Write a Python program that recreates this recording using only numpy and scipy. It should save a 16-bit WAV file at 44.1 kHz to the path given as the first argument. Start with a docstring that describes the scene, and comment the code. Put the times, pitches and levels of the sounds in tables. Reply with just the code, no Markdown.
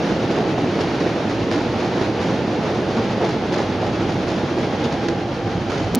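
"""Subway train on a steel bridge

A train crosses overhead, heard from the ground under the deck. Filtered noise makes the girders' boom and
the rails' hiss; dense random knocks make the deck's roar, and short rings make the loose fittings' rattle.
Bursts of noise thump and clank at the rail joints, decaying tones are booming plates, and a faint gear
whine sinks in pitch throughout. Late on, narrow noise bands are singing wheels and a dry double tick sounds."""
import sys
import numpy as np
from scipy import signal
from scipy.fft import rfft, irfft
from scipy.io import wavfile
from scipy.ndimage import uniform_filter1d

SR = 44100
rng = np.random.default_rng(int(sys.argv[2]) if len(sys.argv) > 2 else 0)


def generate_wav(sig):
    """Save sig (samples, or channels by samples) to the path in sys.argv[1] as 16-bit PCM at SR."""
    pcm = np.round(np.clip(np.atleast_2d(sig).T, -1, 1) * 32767).astype(np.int16)
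    wavfile.write(sys.argv[1], SR, pcm)


N = 264159
TIME = np.arange(N) / SR  # seconds
FREQ = np.maximum(np.arange(N // 2 + 1) * SR / N, 1)  # Hz, kept above zero for the logarithm


def undb(db):
    """Turn decibels into gain."""
    return 10 ** (np.asarray(db) / 20)


def unit(x):
    """Scale to an average strength (rms) of one."""
    return x / np.sqrt(np.mean(x ** 2))


def even(x, span_s):
    """Scale to an rms of one within every span, so that the sound has no surges of its own."""
    power = uniform_filter1d(x ** 2, max(int(span_s * SR), 1), axis=-1)
    return x / np.sqrt(np.maximum(power, 1e-18))


def response(points):
    """Gain at every frequency, drawn through (Hz, dB) points."""
    hz, db = np.transpose(points)
    return undb(np.interp(np.log(FREQ), np.log(hz), db))


def shape(x, gain):
    """Filter a sound by a gain per frequency."""
    return irfft(rfft(x) * gain, N)


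def resonance(hz, width_hz):
    """Complex gain of one damped vibration, equal to one at its centre."""
    return 1 / (1 + 1j * (FREQ / hz - hz / FREQ) * hz / width_hz)


def walk(rate):
    """Random levels, held 1 / rate seconds and smoothed twice; their spread is near one."""
    hold = max(int(SR / rate), 1)
    steps = np.repeat(rng.standard_normal(N // hold + 1), hold)
    smooth = uniform_filter1d(uniform_filter1d(steps, hold), hold)
    return 0.661 * smooth[:N]


def noise():
    """Two unrelated noises: what arrives from straight above, and from the sides."""
    return rng.standard_normal((2, N))


def decay(age, t60):
    """Dying away by 60 dB in t60 seconds."""
    return np.exp(-np.log(1000) * age / t60)


def ring(start, rise_s, t60):
    """Envelope of a blow that builds up in the steelwork and dies away."""
    age = np.maximum(TIME - start, 0)
    return (1 - np.exp(-(age / rise_s) ** 2)) * decay(age, t60)


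def knocks(rate, spread_db, t60):
    """Many small random impacts; each frees a burst of scattered sound, and their energies add."""
    strength = undb(spread_db * np.minimum(rng.exponential(size=N), 4))
    hits = (rng.random(N) < rate / SR) * strength
    tail = decay(TIME, t60)
    energy = np.abs(shape(hits ** 2, rfft(tail ** 2)))
    return unit(noise() * np.sqrt(energy))


def load(share=1):
    """The train's load as a gain over time, for a layer that follows this share of its swing in dB."""
    # how hard the train shakes the span; it eases as the last cars draw away: time_s [s], load_db [dB]
    load_points = [(0.0, 1.3), (0.5, 0.96), (1.3, 0), (2.5, 0.56), (3.7, -0.7), (4.7, -0.5), (5.1, -0.9),
                   (5.4, -3.5), (5.65, -2.5), (6.0, -3)]
    times, db = np.transpose(load_points)
    return undb(share * np.interp(TIME, times, db))


def ticks():
    """Two sharp, dry ticks: single clicks through broad resonances, louder on the left."""
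    # the two ticks: start_s [s], level_db [dB], centre_hz [Hz], width_hz [Hz]
    tick_list = [(5.9496, 7, 5200, 4800), (5.9553, 1, 7000, 22000)]
    # a short, low ring gives each tick its body
    body = undb(-7) * resonance(hz=1500, width_hz=1600)
    out = 0
    for start, db, hz, width_hz in tick_list:
        click = 1. * (np.arange(N) == int(start * SR))
        out = out + undb(db) * shape(click, resonance(hz, width_hz) - body)
    return out * undb([[1.4], [-2.6]])  # left and right, dB


def gears(count=5, detune=.03, waver=.006, flutter_db=3, second_db=-12):
    """Several axles' drive gears whine, each at its own pitch as wheels wear unequally, slowly sinking."""
    # the whine as the driven axles pass: time_s [s], hum_db (fundamental) [dB], fourth_harmonic_db [dB]
    whine_levels = [(0.0, -54, -61), (1.2, -45, -55), (2.3, -44, -60), (2.8, -45, -57), (3.4, -38, -49),
                    (4.0, -42, -56), (4.45, -37, -48), (5.2, -38.5, -54), (5.5, -35.5, -49),
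                    (6.0, -41, -51)]
    times, hum_db, overtone_db = np.transpose(whine_levels)
    hum_gain = undb(np.interp(TIME, times, hum_db))
    overtone_gain = undb(np.interp(TIME, times, overtone_db))
    middle_hz = 985 - 36 * TIME  # falls 36 Hz every second
    out = 0
    # each gear starts at its own random point of the cycle, above and to the sides
    for wear, turn in zip(np.linspace(-1, 1, count), rng.random((count, 2, 1))):
        hz = middle_hz * (1 + detune * wear + waver * walk(70))
        phase = 2 * np.pi * (np.cumsum(hz) / SR + turn)
        hum = np.sin(phase) + undb(second_db) * np.sin(2 * phase)
        overtone = np.sin(4 * phase)
        out = out + hum_gain * unit(hum * undb(flutter_db * walk(19)))
        out = out + overtone_gain * unit(overtone * undb(flutter_db * walk(13)))
    return out / np.sqrt(count)


def wheels(fade_s=0.042):
    """Rubbing on the rail makes the wheel discs sing briefly in wavering narrow bands."""
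    # singing notes: start_s [s], end_s [s], pitch_hz [Hz], width_hz [Hz], level_db [dB]
    # a note that would end before it starts stays silent
    wheel_notes = [(4.21, 4, 3360, 130, -43), (4.76, 4.92, 3440, 69.7, -48), (5.6, 6.7, 2130, 130, -64),
                   (5.67, 5.83, 1330, 250, -37)]
    out = 0
    for start, end, hz, width_hz, db in wheel_notes:
        rubbing = np.clip(np.minimum(TIME - start, end - TIME) / fade_s, 0, 1)
        note = even(shape(noise(), resonance(hz, width_hz) ** 2), span_s=.1)
        out = out + note * rubbing * undb(db + 0.88 * walk(8.9))
    return out


def fittings(count=1500, t60=0.074, spread_db=1.5, level_db=-42):
    """Loose bolts and tie plates rattle at random, so densely that their short rings blend."""
    # lowest and highest note of the loose fittings: low_hz [Hz], high_hz [Hz]
    note_range = (598.5, 4520)
    low_hz, high_hz = note_range
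    age = TIME[:int(t60 * SR)]
    out = np.zeros(N + len(age))
    for when, pitch, strength in rng.random((count, 3)):
        hz = low_hz * (high_hz / low_hz) ** pitch
        at = int(when * N)
        # a few hits are stronger, and higher notes are weaker
        size = undb(-spread_db * np.log(max(1 - strength, .05))) * np.sqrt(low_hz / hz)
        out[at:at + len(age)] += size * np.sin(2 * np.pi * hz * age) * decay(age, t60)
    return unit(out[:N]) * load() * undb(level_db)


def booms(waver=0.027, rise_s=0.0091, t60=0.17):
    """A jolted plate or beam rings briefly on its own low, slightly unsteady note."""
    # plates and beams that ring out of the roar: start_s [s], pitch_hz [Hz], level_db [dB]
    boom_list = [(0.105, 313.4, -22), (0.312, 276, -22), (0.445, 331.5, -17), (0.605, 301, -14),
                 (0.65, 380, -19), (0.745, 300.4, -22), (1.0, 338, -21), (1.05, 415, -21), (1.5, 343, -20),
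                 (1.555, 296.4, -16), (1.87, 240, -28), (2.01, 52, -32), (2.025, 309.5, -20.5),
                 (2.32, 209, -20), (2.425, 212.8, -15.5), (2.485, 289, -20), (2.575, 227.5, -17),
                 (2.6, 329, -21.5), (2.765, 227, -19), (2.8, 348, -18), (2.965, 226, -12),
                 (3.225, 349, -16), (3.515, 343.7, -18.5), (4.6, 228, -22), (4.84, 236, -16.5),
                 (5.076, 333, -14), (5.905, 58.7, -26), (5.91, 174.2, -16), (5.958, 249.7, -11)]
    # a clock that runs slightly fast and slow makes the notes unsteady
    clock = TIME + waver * np.cumsum(walk(60)) / SR
    out = 0
    for (start, hz, db), turn in zip(boom_list, rng.random((len(boom_list), 2, 1))):
        note = np.sin(2 * np.pi * (hz * clock + turn))
        out = out + undb(db) * ring(start, rise_s, t60) * note
    return np.sqrt(2) * out  # gives a steady sine an rms of one


def joints(rise_share=0.033):
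    """Each blow thumps deck, clanks rail and makes fittings clatter; longer rings have softer attacks."""
    # wheels striking rail joints, some in close pairs:
    # start_s [s], clatter_db [dB], thump_db [dB], clank_db [dB], ring_t60_s (time to fall 60 dB) [s]
    joint_blows = [(0.095, -33, -14.5, -24, 0.17), (0.29, -31, -19, -26, 0.36),
                   (0.35, -40, -23, -24.5, 0.47), (0.578, -35, -23, -16.5, 0.076),
                   (0.641, -40, -12, -17.5, 0.047), (0.74, -40, -19, -31, .25),
                   (0.789, -30, -22, -19, 0.04), (0.8, -28.5, -21, -29, 0.2),
                   (0.995, -29.5, -16, -25, 0.23), (1.045, -48, -31, -23, .25), (1.19, -42, -29, -26, .3),
                   (1.29, -32.5, -24, -39, 0.18), (1.499, -27, -27, -24, 0.55),
                   (1.511, -35, -22, -22, 0.037), (1.606, -39, -29, -24, 0.08),
                   (1.775, -32.5, -27, -24, 0.59), (1.845, -41, -29, -28, 0.12), (1.95, -36, -28, -23, .35),
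                   (2.005, -31.5, -17, -24, 0.2), (2.19, -31, -28, -29, 0.61), (2.285, -40, -24, -28, 0.23),
                   (2.735, -32.5, -22.5, -27, 0.39), (2.955, -34, -21, -21.5, 0.38),
                   (3.2, -34.5, -21, -19.5, 0.39), (3.24, -32, -26, -26, 0.17), (3.285, -32, -32, -38, .14),
                   (3.513, -26.5, -22, -24, 0.44), (3.56, -37, -22.5, -28.5, 0.39),
                   (3.592, -39, -28, -22, 0.036), (3.801, -37, -21.5, -23.5, 0.4),
                   (3.859, -37, -20, -27, 0.17), (3.995, -41, -22, -28, 0.45),
                   (4.07, -33.5, -30, -31, 0.58), (4.256, -31.5, -28, -28, 0.67),
                   (4.56, -33.5, -17.5, -31, 0.4), (4.837, -26.5, -20, -22, 0.17),
                   (4.915, -32.5, -39, -28, 0.27), (5.082, -25, -17.5, -24, .09),
                   (5.17, -43, -25, -32, 0.18), (5.45, -39, -26, -29, 0.55),
                   (5.675, -29.5, -32, -25.5, 0.75), (5.755, -41, -30, -35, 0.89),
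                   (5.925, -39, -18.5, -29, 0.43)]
    # loose fittings set clattering: pitch_hz [Hz], level_db [dB per Hz]
    clatter_spectrum = [(60, -44), (300, -37), (800, 1), (1600, 4.5), (3000, -1), (4600, -1.5),
                        (6500, -8.5), (9000, -22.5), (11000, -31), (13000, -50)]
    # the deck under one heavy blow: pitch_hz [Hz], level_db [dB per Hz]
    thump_spectrum = [(60, -19), (150, -2.5), (240, 3.5), (350, 5), (480, 2), (820, -29), (1100, -18),
                      (3000, -49), (12000, -92)]
    # the rail under one blow: pitch_hz [Hz], level_db [dB per Hz]
    clank_spectrum = [(200, -30), (400, -6), (520, 1.5), (700, 1), (880, -3), (1100, -10), (3000, -28),
                      (12000, -86)]
    clatter_level, thump_level, clank_level = np.zeros((3, N))
    for start, clatter_db, thump_db, clank_db, t60 in joint_blows:
        blow = ring(start, rise_share * t60, t60)
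        clatter_level += undb(clatter_db) * blow
        thump_level += undb(thump_db) * blow
        clank_level += undb(clank_db) * blow
    rattling = knocks(rate=650, spread_db=0.8, t60=0.019)
    clatter = even(shape(rattling, response(clatter_spectrum)), span_s=0.028)
    thump = even(shape(noise(), response(thump_spectrum)), span_s=0.028)
    clank = even(shape(noise(), response(clank_spectrum)), span_s=0.015)
    return clatter_level * clatter + thump_level * thump + clank_level * clank


def rails(level_db=-32, load_share=0.86):
    """Rolling contact hisses; loose plates and fasteners chatter within it."""
    # what the rails radiate: pitch_hz [Hz], level_db [dB per Hz]
    rail_spectrum = [(100, -47), (400, 7), (900, 1), (1300, 3), (2000, -0.5), (3200, -4.5), (4600, -7.5),
                     (6000, -12), (7000, -19.5), (9000, -29), (11000, -35.5), (13000, -51)]
    hiss = noise() * undb(2.2 * walk(30))
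    chatter = knocks(rate=280, spread_db=0.5, t60=0.1)
    rolling = unit(shape(hiss + undb(-11.5) * chatter, response(rail_spectrum)))
    return rolling * load(load_share) * undb(level_db)


def girders(level_db=-31):
    """The long beams boom under the moving load, now and then swelling."""
    # what the girders radiate: pitch_hz [Hz], level_db [dB per Hz]
    girder_spectrum = [(20, -37), (35, -30), (50, -9), (68, -11.5), (92, 2), (115, 3), (145, -0.5),
                       (190, -3.5), (320, -63), (1000, -88)]
    # swells of the boom: peak_s [s], half_width_s [s], rise_db [dB]
    swell_list = [(.47, .06, 2), (1.4, 0.056, 5), (1.73, 0.054, 4.5), (2.32, 0.089, 2), (3.15, 0.053, 3),
                  (4.0, 0.37, 3), (5.55, 0.12, 5), (5.84, 0.1, 4)]
    swell_db = sum(db * np.exp(-((TIME - peak) / width) ** 2) for peak, width, db in swell_list)
    boom = even(shape(noise(), response(girder_spectrum)), span_s=0.15)
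    return boom * undb(level_db + swell_db)


def deck(level_db=-22):
    """Wheel and rail roughness hammers the deck plates in a dense stream of knocks."""
    # what the deck plates radiate: pitch_hz [Hz], level_db [dB per Hz]
    deck_spectrum = [(80, -24), (160, -3), (220, -0.5), (280, -1.5), (345, 1.5), (400, -5), (460, -3),
                     (620, -8), (810, -9.5), (1000, -18), (1600, -29), (3000, -30.5), (12000, -96)]
    blows = knocks(rate=1600, spread_db=-0.5, t60=0.067)
    roar = even(shape(blows, response(deck_spectrum)), span_s=0.099)
    return roar * load() * undb(level_db)


def scene():
    """Add up all layers in stereo: the bass arrives as one; the treble scatters from all along the span."""
    # how wide the sound is: pitch_hz [Hz], side_minus_mid_db [dB]
    width_points = [(30, -11), (100, -20), (250, -23), (500, -17), (1000, -11), (2000, -9), (4500, -6.5),
                    (8000, -13.5)]
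    # which way the sound leans: pitch_hz [Hz], left_minus_right_db [dB]
    lean_points = [(60, -1.46), (1300, -1.54), (2400, -1.3), (4400, 1.7), (9000, 0.56)]
    background = gears() + wheels() + fittings() + booms()
    mid, side = background + joints() + rails() + girders() + deck()
    side = shape(side, response(width_points))
    lean = np.sqrt(response(lean_points))  # half the lean goes to each ear
    return np.array([shape(mid + side, lean), shape(mid - side, 1 / lean)])


def record(dry):
    """Hollow the treble, add the double tick, and cut off the top."""
    # the treble has a narrow hollow and fades out above it: pitch_hz [Hz], gain_db [dB]
    hollow_points = [(6900, 0), (7500, -5), (7800, -20), (8000, -38), (8200, -18), (8500, -6), (9100, 0),
                     (12600, 0), (13500, -20)]
    sound = shape(dry, response(hollow_points)) + ticks()
    top_cut = signal.ellip(8, .2, 70, 15800, fs=SR, output="sos")  # cuts above 15800 Hz
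    return signal.sosfilt(top_cut, sound)


dry = scene()
out = record(dry)
generate_wav(out)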